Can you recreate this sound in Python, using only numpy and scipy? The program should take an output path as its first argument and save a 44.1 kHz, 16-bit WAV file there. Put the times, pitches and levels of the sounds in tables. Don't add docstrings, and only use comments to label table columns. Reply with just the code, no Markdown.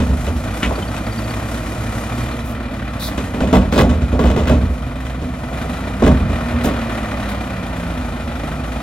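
import sys
import numpy as np
from scipy import signal
from scipy.fft import rfft, irfft, next_fast_len
from scipy.io import wavfile
from scipy.ndimage import uniform_filter1d, minimum_filter1d, map_coordinates

SR = 44100
rng = np.random.default_rng(int(sys.argv[2]) if len(sys.argv) > 2 else 0)


def generate_wav(signal):
    frames = np.transpose(np.atleast_2d(signal))
    scaled = np.clip(frames, -1, 1) * 32767
    pcm = np.round(scaled).astype(np.int16)
    wavfile.write(sys.argv[1], SR, pcm)


N = 388962


def amp(db):
    return 10 ** (np.asarray(db) / 20)


def unit(x):
    return x / np.sqrt(np.mean(x ** 2) + 1e-18)


def along(points, hz):
    f, v = np.transpose(points)
    return np.interp(np.log(hz + 1), np.log(f + 1), v)


def curves(rows):
    s, *cols = np.transpose(rows)
    return [np.interp(np.arange(N) / SR, s, c) for c in cols]


def wobble(rate):
    knots = rng.standard_normal(int(N * rate / SR) + 4)
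    return map_coordinates(knots, [np.arange(N) * rate / SR])


def filtered(x, response):
    n = x.shape[-1]
    m = next_fast_len(n + SR // 4)
    return irfft(rfft(x, m) * response(np.fft.rfftfreq(m, 1 / SR)), m)[..., :n]


# (frequency [Hz], correlation [-1 to 1])
LIKENESS = [(100, .999), (250, 1), (500, 0.94), (1000, 0.96), (3000, 0.49), (8000, 0.83), (14000, 1)]


def white(size):
    def mid_and_side(hz):
        turn = np.arccos(np.clip(along(LIKENESS, hz), -1, 1)) / 2
        return np.array([np.cos(turn), np.sin(turn)])
    mid, side = filtered(rng.standard_normal((2, size)), mid_and_side)
    return np.array([mid + side, mid - side])


def noise(spectrum, size):
    return unit(filtered(white(size), lambda hz: amp(along(spectrum, hz))))


def resonances(modes, hz):
    response = 0
    for k, (c, w, db) in enumerate(modes):
        response = response + (-1) ** k * amp(db) * 1j * hz * w / (c * c - hz * hz + 1j * hz * w)
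    return response


def even(x, smoothing):
    power = uniform_filter1d(np.mean(x ** 2, axis=0), max(2, round(smoothing * SR)))
    return x / np.sqrt(np.abs(power) + 1e-6)


def add(track, s, sound):
    start = max(0, round(s * SR))
    track[..., start:start + sound.shape[-1]] += sound[..., :N - start]


def contacts(t, rattle, rebound=0.49, contact_t60=0.024, count=10):
    late = (np.arange(count) + rng.uniform(0, 1, count)) / count
    delays = np.append(0, rattle * (0.15 + 2.85 * late))
    sizes = np.append(1, rebound * rng.uniform(0.43, 1, count) * (1 - 0.48 * late))
    power = 0
    for d, size in zip(delays, sizes):
        power = power + (size * (t >= d) * amp(-60 * np.abs(t - d) / contact_t60)) ** 2
    return np.sqrt(power)


# (start [s], end [s], then what each adds:
# engine load [dB], oil hiss [dB], pump whine [dB], drone [dB])
STROKES = [(0, 0.4, 0, 6.5, 14, 13.5), (.4, 2.4, 2.5, 8, 17.5, -10), (2.4, 3.05, 0, 0, 3, -5),
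           (3.05, 3.4, 3, 5.5, -2, -4), (5.42, 6.05, 3.5, 4.5, 13, 14.5), (6.25, 7.23, 5, 4.5, 5, 6),
           (7.2, 7.95, 3, 3, 9, 12), (7.95, 9, 3, 3, 6, 9.5)]
VALVE_RAMP_S = 0.43


def strokes():
    t = np.arange(N) / SR
    opened = lambda s: np.clip((t - s) / VALVE_RAMP_S + .5, 0, 1)
    return sum(np.outer(extra_db, opened(start) - opened(end)) for start, end, *extra_db in STROKES)


CRUISE_RATE = 90


def revved(speed, level_db, doubling_db):
    return level_db + doubling_db * np.log2(speed / CRUISE_RATE)


# (frequency [Hz], width [Hz], level [dB])
PIPE = [(65, 24, 4), (122, 59.6, 0.5), (196.5, 69, -2), (249.7, 20.2, 8), (333, 21, -12.5),
        (446, 44, -12.5), (665, 270, -15)]
GAS_SHARE = 0.36


def exhaust(count, strength):
    pipe = lambda hz: resonances(PIPE, hz) / (1 + (hz / 900) ** 4)
    pulses = unit(filtered(np.diff(count, prepend=0) * strength, pipe))
    gas = unit(filtered(white(N), pipe))
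    return unit((1 - GAS_SHARE) * pulses + GAS_SHARE * gas)


def per_cycle(firing, size=256):
    pattern = rng.standard_normal(size)
    return unit(map_coordinates(pattern, [firing / 6 % 1 * size], mode="grid-wrap"))


# (frequency [Hz], level [dB per Hz])
CLATTER = [(120, -5), (300, 4.5), (420, -5.5), (630, 4), (850, -3), (1300, -3), (2000, -8.5), (2500, -9),
           (3200, -12.5), (3900, -16.5), (5000, -23), (9000, -39.5), (16000, -54)]
# (frequency [Hz], width [Hz], level [dB])
PANELS = [(705, 250, 1.5), (1280, 180, 3), (1650, 61, -8), (1830, 12, 9.5), (2032, 133, 14.5),
          (2069, 148, -11), (2412, 83, 7), (2745, 33, -31), (2890, 68, 1)]
REPEAT_SHARE = 0.28
SHAFT_SWING = 0.16


def block_clatter(firing, strength, surge, knock_depth=0.048):
    def block(hz):
        panels_db = sum(db * np.exp(-((hz - c) / w) ** 2) for c, w, db in PANELS)
        return amp(along(CLATTER, hz) + panels_db)
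    knock = 1 + knock_depth * np.abs(strength) * 2 * np.exp(-(firing % 1) / 0.21)
    fresh = unit(filtered(knock * white(N), block))
    repeated = unit(filtered(knock * per_cycle(firing), block))
    shake = np.sqrt(1 - REPEAT_SHARE) * fresh + np.sqrt(REPEAT_SHARE) * repeated
    waver = amp(0.21 * wobble(22) + 0.8 * wobble(90))
    return waver * shake * (1 + SHAFT_SWING * unit(surge - surge.mean()))


def drive_ticks(surge):
    spectrum = [(700, -36), (1400, 17.0), (2500, 5.0), (3900, 4.5), (4800, -11.0), (9000, -35), (16000, -45)]
    return unit(surge * noise(spectrum, N))


# (frequency [Hz], level [dB per Hz])
OIL = [(1000, -20), (3500, -3), (5000, -2), (7500, -1), (10500, -3), (12300, -6), (14000, -14),
       (16000, -19)]


def oil_hiss(surge, pump_ripple=0.73):
    return amp(1.2 * wobble(19.0)) * unit(noise(OIL, N) * (1 + pump_ripple * surge))


def firing_drone(firing, flutter=0.2, waver_db=3.4):
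    turn = 2 * np.pi * firing + flutter / 2 * (wobble(15) + wobble(50))
    tones = np.sin(2 * turn) + amp(-7.0) * np.sin(3 * turn) + amp(-20.5) * np.sin(4 * turn)
    return amp(waver_db * wobble(10)) * unit(tones)


# (multiple of the pump stroke rate, relative level [dB])
PUMP_ORDERS = [(1, 0.5), (2, -2), (3, -10), (4, -12.5)]
PUMP_RATIO = 10 / 9


def pump_whine(firing, flutter=0.65):
    stroke = 2 * np.pi * PUMP_RATIO * firing + flutter / 2 * (wobble(20) + wobble(60))
    return sum(amp(db + 3.9 * wobble(6.0)) * unit(np.sin(round(k) * stroke)) for k, db in PUMP_ORDERS)


# (time [s], firing rate [firings a second])
SPEED = [(0, 93), (.33, 73), (.58, 99), (.8, 93.5), (1, 99), (2.1, 105), (2.35, 116), (2.8, 108), (3.5, 85),
         (4.4, 80), (5.0, 64), (5.45, 61), (5.9, 93), (6.25, 114), (6.6, 120), (7.0, 110), (7.5, 95),
         (8, 81.5), (8.4, 75), (8.8, 72.5)]
EXHAUST_LOAD_SHARE = 0.31
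FIRING_SCATTER = 0.2


def engine(uneven=1.0):
    speed, = curves(SPEED)
    load_db, flow_db, whine_db, drone_db = strokes()
    firing = np.cumsum(speed * (1 + 0.004 * wobble(20))) / SR
    count = firing.astype(int)
    cylinders = np.array([1.3, -.3, .5, -.2, -1.1, -.2])
    scatter = FIRING_SCATTER * rng.standard_normal(SR)[count]
    strength = 1 + uneven * cylinders[count % len(cylinders)] + scatter
    shaft = firing / 3
    turn_strength = rng.uniform(0.66, 2.0, SR)[shaft.astype(int)]
    surge = uniform_filter1d(np.exp(-(shaft % 1) / 0.66) * turn_strength, size=260)
    exhaust_db = revved(speed, -28, 1.1) + EXHAUST_LOAD_SHARE * load_db
    clatter_db = revved(speed, -31.5, 2.24) + load_db
    oil_db = revved(speed, -48.5, 0.95) + flow_db
    out = amp(exhaust_db) * exhaust(count, strength)
    out = out + amp(clatter_db) * block_clatter(firing, strength, surge)
    out = out + amp(clatter_db - 11) * drive_ticks(surge)
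    out = out + amp(oil_db) * oil_hiss(surge)
    out = out + amp(-43 + drone_db) * firing_drone(firing)
    return out + amp(-50 + whine_db) * pump_whine(firing)


# (frequency [Hz], level [dB per Hz])
RUMBLE = [(15, -38), (28, -16), (40, -25), (52, 11), (61, 3.5), (70, -20), (90, -3.5), (160, -4),
          (400, -58), (1500, -90)]
HUM_DB, HUM_SHAKE_DB, HUM_T60_S = -27.5, -12, 1.6


def rumble(hum_hz=60.73, hum_db=-2, rumble_db=-3):
    t = np.arange(N) / SR
    shaken = 0
    for s, _, boom_db, _ in BLOWS:
        shaken = shaken + (t > s) * amp(boom_db + HUM_SHAKE_DB - 60 * np.abs(t - s) / HUM_T60_S) ** 2
    hum = unit(np.sin(2 * np.pi * np.cumsum(hum_hz + 1.0 * wobble(8)) / SR))
    body = even(amp(hum_db) * hum + amp(rumble_db) * noise(RUMBLE, N), 0.041)
    return np.sqrt(amp(HUM_DB) ** 2 + shaken) * body


# (time [s], sheet steel [dB], boom of the hollow body [dB], hard contact [dB])
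BLOWS = [(0.002, -16, -10.5, -25), (0.093, -21, -12.5, -34), (0.269, -20.5, -11.5, -35),
         (0.63, -20, -29, -21), (0.66, -23, -19, -35), (3.178, -22.5, -23, -30), (3.344, -21.5, -36, -35),
         (3.405, -13.5, -18, -24), (3.472, -19, -19, -29.5), (3.528, -4.5, -13, -16.5),
         (3.552, -14.5, -10, -30), (3.61, -35, -22, -34), (3.724, -15, -13, -20.5), (3.76, -14, -20, -24),
         (3.778, -9.5, -12, -15.5), (3.797, -8.5, -10, -28), (3.83, -14, -17, -43),
         (3.893, -18.5, -14, -25.5), (3.925, -26, -11, -43), (4.019, -24, -12, -31),
         (4.127, -16.5, -12.5, -33), (4.192, -12, -13, -25), (4.239, -11, -9, -26.5),
         (4.262, -34, -18, -26), (4.3, -14.5, -25, -27.5), (4.362, -14, -13.5, -25), (4.39, -22, -14, -28),
         (4.434, -24, -20, -31), (4.472, -19, -25, -23), (4.495, -12.5, -8.5, -26.5),
         (4.518, -18, -12, -26.5), (4.62, -23, -12, -45), (4.697, -25.5, -16, -44),
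         (5.216, -25, -21.5, -34), (6.022, -7, -14, -23), (6.04, -20, -10, -23),
         (6.066, -16.5, -9.5, -24.5), (6.081, -14, -9, -43), (6.2, -24, -12.5, -51), (6.292, -22, -17, -32),
         (6.528, -24, -15.5, -49), (6.645, -14.5, -25, -21.5), (6.668, -17, -21, -34)]
# (time [s], level [dB])
CLINKS = [(0.267, -25), (0.966, -26), (3.179, -25.5), (5.067, -31)]
# (frequency [Hz], level [dB per Hz])
SHELL = [(90, -6), (150, -13), (200, 11.5), (270, 6), (350, -2.5), (480, -4), (650, -5), (850, -11.5),
         (1200, -17), (2000, -43), (5000, -40.5), (16000, -80)]
BOOM = [(20, -33), (35, -40), (50, -1), (65, 17.5), (82, 15), (105, -7), (150, -1), (260, -64), (1200, -90)]
CLANK = [(400, -30), (1000, 17.5), (1500, 9), (2300, -19), (3200, 6.5), (4500, -3), (7500, 0.5),
         (11000, -20), (16000, -30)]
# (frequency [Hz], level [dB], time to fall 60 dB [s])
STEEL = [(155, -2, 0.15), (191, -7, 0.84), (241.6, 2, 0.41), (280.9, -2, 0.31), (377.2, -8.5, 0.23),
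         (415, -8, 0.18), (448.8, -6, 0.27), (514.2, -5.5, 0.25), (591, -4.5, 0.22), (634, -11, 0.32),
         (922, -15, 0.3), (986, -20, 0.17), (1108, -16, 0.35)]
# (frequency [Hz], width [Hz], level [dB])
FORK = [(1447, 95, 7.5), (1714, 150, 3), (2010, 52, 8), (2220, 80, 1.5), (2530, 77, 7), (2940, 78, 5),
        (3580, 410, -2)]
RATTLE_S, BOOM_HOLD_S = 0.018, 0.013
RING_DB = -4
CRACKLE_T60_S = 0.012


def sheet_ring(t):
    ring = 0
    draws = rng.standard_normal((len(STEEL), 3))
    for (hz, db, t60), (a, b, c) in zip(STEEL, draws):
        tone = np.sin(2 * np.pi * hz * (1 + 0.0074 * b) * t + np.pi * c)
        ring = ring + amp(db + 2.5 * a - 60 * t / t60) * tone
    return ring / np.std(ring[:SR // 20]) * (1 - np.exp(-t / 0.003))


def dumpster(boom_t60=0.42, shell_t60=0.49, clank_t60=0.35, fork_db=1, wash=0.34, punch=1.0, clink_rattle=0.01):
    t = np.arange(SR * 2 // 3) / SR
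    power, rings = np.zeros((3, N)), np.zeros(N)

    def fade(t60, attack, hold=0):
        return amp(-60 * np.maximum(t - hold, 0) / t60) * (1 - np.exp(-t / attack))

    for s, shell_db, boom_db, clank_db in BLOWS:
        chatter = contacts(t, RATTLE_S)
        boom = amp(boom_db - 0.5) * fade(boom_t60, 0.0084, BOOM_HOLD_S)
        struck = fade(shell_t60, 0.00034) + punch * chatter
        shell = amp(shell_db - 4.0) * struck * (1 - np.exp(-t / 0.00055))
        crackle = contacts(t, RATTLE_S, rebound=0.56, contact_t60=CRACKLE_T60_S, count=8)
        crackle = 0.99 * crackle * (1 - np.exp(-t / 0.0006))
        clank = amp(clank_db) * (wash * fade(clank_t60, 0.0013) + crackle)
        add(power, s, np.array([boom, shell, clank]) ** 2)
        add(rings, s, amp(shell_db + RING_DB) * sheet_ring(t))
    for s, db in CLINKS:
        add(power[2], s, (amp(db) * contacts(t, clink_rattle)) ** 2)
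    boom, shell, clank = np.sqrt(power)
    forks = unit(filtered(white(N), lambda hz: resonances(FORK, hz)))
    hollow = boom * even(noise(BOOM, N), 0.028)
    sheets = shell * even(noise(SHELL, N), 0.0091)
    return rings + hollow + sheets + clank * (noise(CLANK, N) + amp(fork_db) * forks)


def parking_lot(x, t60=1.0, delay=0.066):
    t = np.arange(SR // 2) / SR
    tail = rng.standard_normal((2, len(t))) * amp(-60 * t / t60) * np.clip((t - delay) / 0.0041, 0, 1)
    return signal.fftconvolve(x, tail / np.linalg.norm(tail[0]), axes=1)[:, :N]


# (time [s], level [dB])
HINGE_HITS = [(0.625, -26), (0.630, -18), (0.638, -20.5), (0.647, -22), (0.659, -26)]
# (frequency [Hz], level [dB])
HINGE = [(1405, -1), (1740, -13), (1820, -7), (1981, -1), (2245, 3), (2622, -10), (2934, -3), (3208, -10),
         (3553, -16)]
HINGE_T60_S = 0.085


def hinge(crack_db=0, crack_t60=0.035):
    out, t = np.zeros(N), np.arange(SR // 4) / SR
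    spectrum = [(500, -16), (1200, -3), (2100, 0), (3300, -4), (4500, -17), (9000, -32), (16000, -45)]
    for s, db in HINGE_HITS:
        ring = 0
        for (hz, level), (a, b) in zip(HINGE, rng.standard_normal((len(HINGE), 2))):
            ring = ring + amp(level + 3.5 * a) * np.sin(2 * np.pi * hz * t + np.pi * b)
        crack = amp(crack_db - 60 * t / crack_t60) * noise(spectrum, len(t))[0]
        add(out, s, amp(db) * (unit(ring) * amp(-60 * t / HINGE_T60_S) + crack))
    return out


# (time [s], level [dB])
LID_SLAPS = [(0.707, -16.5), (0.778, -19.5), (3.432, -20), (3.528, -13), (4.146, -26), (4.241, -19),
             (4.368, -18), (4.503, -16.5), (5.513, -27.5), (5.647, -23.5), (6.022, -17), (6.068, -13)]
# (frequency [Hz], width [Hz], level [dB])
LID = [(372, 120, -4.5), (636, 63, 1), (705, 57, 1.5), (820, 96, -7), (1040, 110, -11), (1400, 180, -22)]


def lids(t60=0.17):
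    out, t = np.zeros((2, N)), np.arange(SR // 3) / SR
    response = lambda hz: resonances(LID, hz) / (1 + (hz / 1800) ** 2)
    for s, db in LID_SLAPS:
        panel = even(unit(filtered(white(len(t)), response)), 0.0064)
        add(out, s, amp(db - 60 * t / t60) * (1 - np.exp(-t / 0.0011)) * panel)
    return out


# (time [s], nominal peak level [dB], pitch [Hz])
CHIRPS = [(.753, -35, 4580), (.824, -31, 3080), (.876, -39, 4560), (1.059, -38, 4540), (1.119, -32, 4580),
          (1.178, -33, 4630), (1.239, -35.5, 4540), (1.298, -35.5, 4560), (2.217, -37, 4330),
          (2.322, -40, 4150), (2.400, -39, 4000)]


def squeaks(scatter_db=2.0):
    out, t = np.zeros(N), np.arange(SR // 30) / SR
    swell = np.exp(-((t - .006) / .005) ** 2) + .15 * np.sin(np.pi * t / t[-1])
    for s, db, hz in CHIRPS:
        phase = 2 * np.pi * hz * t + .075 * np.cumsum(rng.standard_normal(len(t)))
        add(out, s, amp(db + scatter_db * rng.standard_normal()) * swell * np.sin(phase))
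    return out


# (time [s], length [s], jet level [dB], nozzle whistle level [dB])
PUFFS = [(2.442, 0.073, -42, -58), (2.994, 0.086, -32.5, -31), (3.715, 0.092, -41, -35),
         (6.636, 0.021, -29.5, -41), (7.29, 0.011, -39, -38)]


def valves(release=0.14, flutter_db=1.0):
    out, t = np.zeros((2, N)), np.arange(SR // 2) / SR
    jet_spectrum = [(2500, -25), (5000, -4), (8000, -2), (11500, 1), (14000, -4), (16000, -5)]
    whistle_spectrum = [(2900, -25), (3550, 0), (4000, 0), (4600, -6), (5300, -10), (7500, -24)]
    for s, length, db, whistle_db in PUFFS:
        jet = noise(jet_spectrum, len(t))
        whistle = noise(whistle_spectrum, len(t))
        gate = (1 - np.exp(-t / (0.086 * length))) * amp(-60 * np.maximum(t - length, 0) / release)
        gate = gate * amp(flutter_db * wobble(114)[:len(t)])
        add(out, s, gate * (amp(db) * jet + amp(whistle_db) * whistle))
    return out


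# (time [s], length [s], level [dB])
JUDDERS = [(3.529, 0.038, -21.5), (3.782, 0.032, -17.5), (4.195, 0.12, -31.5), (4.363, 0.044, -32),
           (4.475, .042, -27.5), (6.062, 0.018, -23.5)]
# (frequency [Hz], width [Hz], level [dB])
POCKET = [(1100, 53, 10), (1460, 120, 1), (1700, 170, -1.5), (2067, 55, 0.5), (2490, 140, -9.5),
          (3090, 110, -6.5), (3350, 60, -6), (3700, 160, -12.5), (4120, 90, -14), (5470, 120, -14)]
JUDDER_RATE = 300


def judder(release=0.093, bright_db=-20):
    out, t = np.zeros((2, N)), np.arange(SR // 3) / SR

    def pocket(hz):
        bright = 1j * hz / (2500 + 1j * hz) / (1 + 1j * hz / 5000)
        return resonances(POCKET, hz) + amp(bright_db) * bright

    for s, length, db in JUDDERS:
        hits = (rng.random(len(t)) < JUDDER_RATE / SR) * rng.uniform(.3, 1, len(t))
        grit = signal.lfilter([1], [1, -np.exp(-1 / (.002 * SR))], hits) * white(len(t))
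        ring = unit(filtered(grit, pocket))
        add(out, s, amp(db - 60 * np.maximum(t - length, 0) / release) * even(ring, 0.019))
    return out


# (frequency [Hz], level [dB])
BALANCE = [(60, -1), (250, -1), (560, -3.5), (1000, 3.5), (2000, 1), (4000, 0.5), (9000, 0)]
# (frequency [Hz], lead [radians])
LEAD = [(60, 0.053), (500, 0.3), (1000, 1.15), (2000, 0.54), (4000, 0.7), (8000, 2.17), (14000, 1.62)]


def microphone(x):
    sign = np.array([[1], [-1]])
    level = lambda hz: amp(sign * along(BALANCE, hz) / 2)
    return filtered(x, lambda hz: level(hz) * np.exp(1j * sign * along(LEAD, hz) / 2))


def scene():
    metal = dumpster() + judder() + lids() + hinge() + valves() + squeaks()
    return microphone(engine() + rumble() + metal + amp(-32.0) * parking_lot(metal))


TOP_HZ = 15800


def record(dry):
    need = np.minimum(1, .88 / (np.abs(dry).max(0) + 1e-9))
    gain = uniform_filter1d(minimum_filter1d(need, size=90), size=80)
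    return filtered(dry * gain, lambda hz: hz < TOP_HZ)


dry = scene()
out = record(dry)
generate_wav(out)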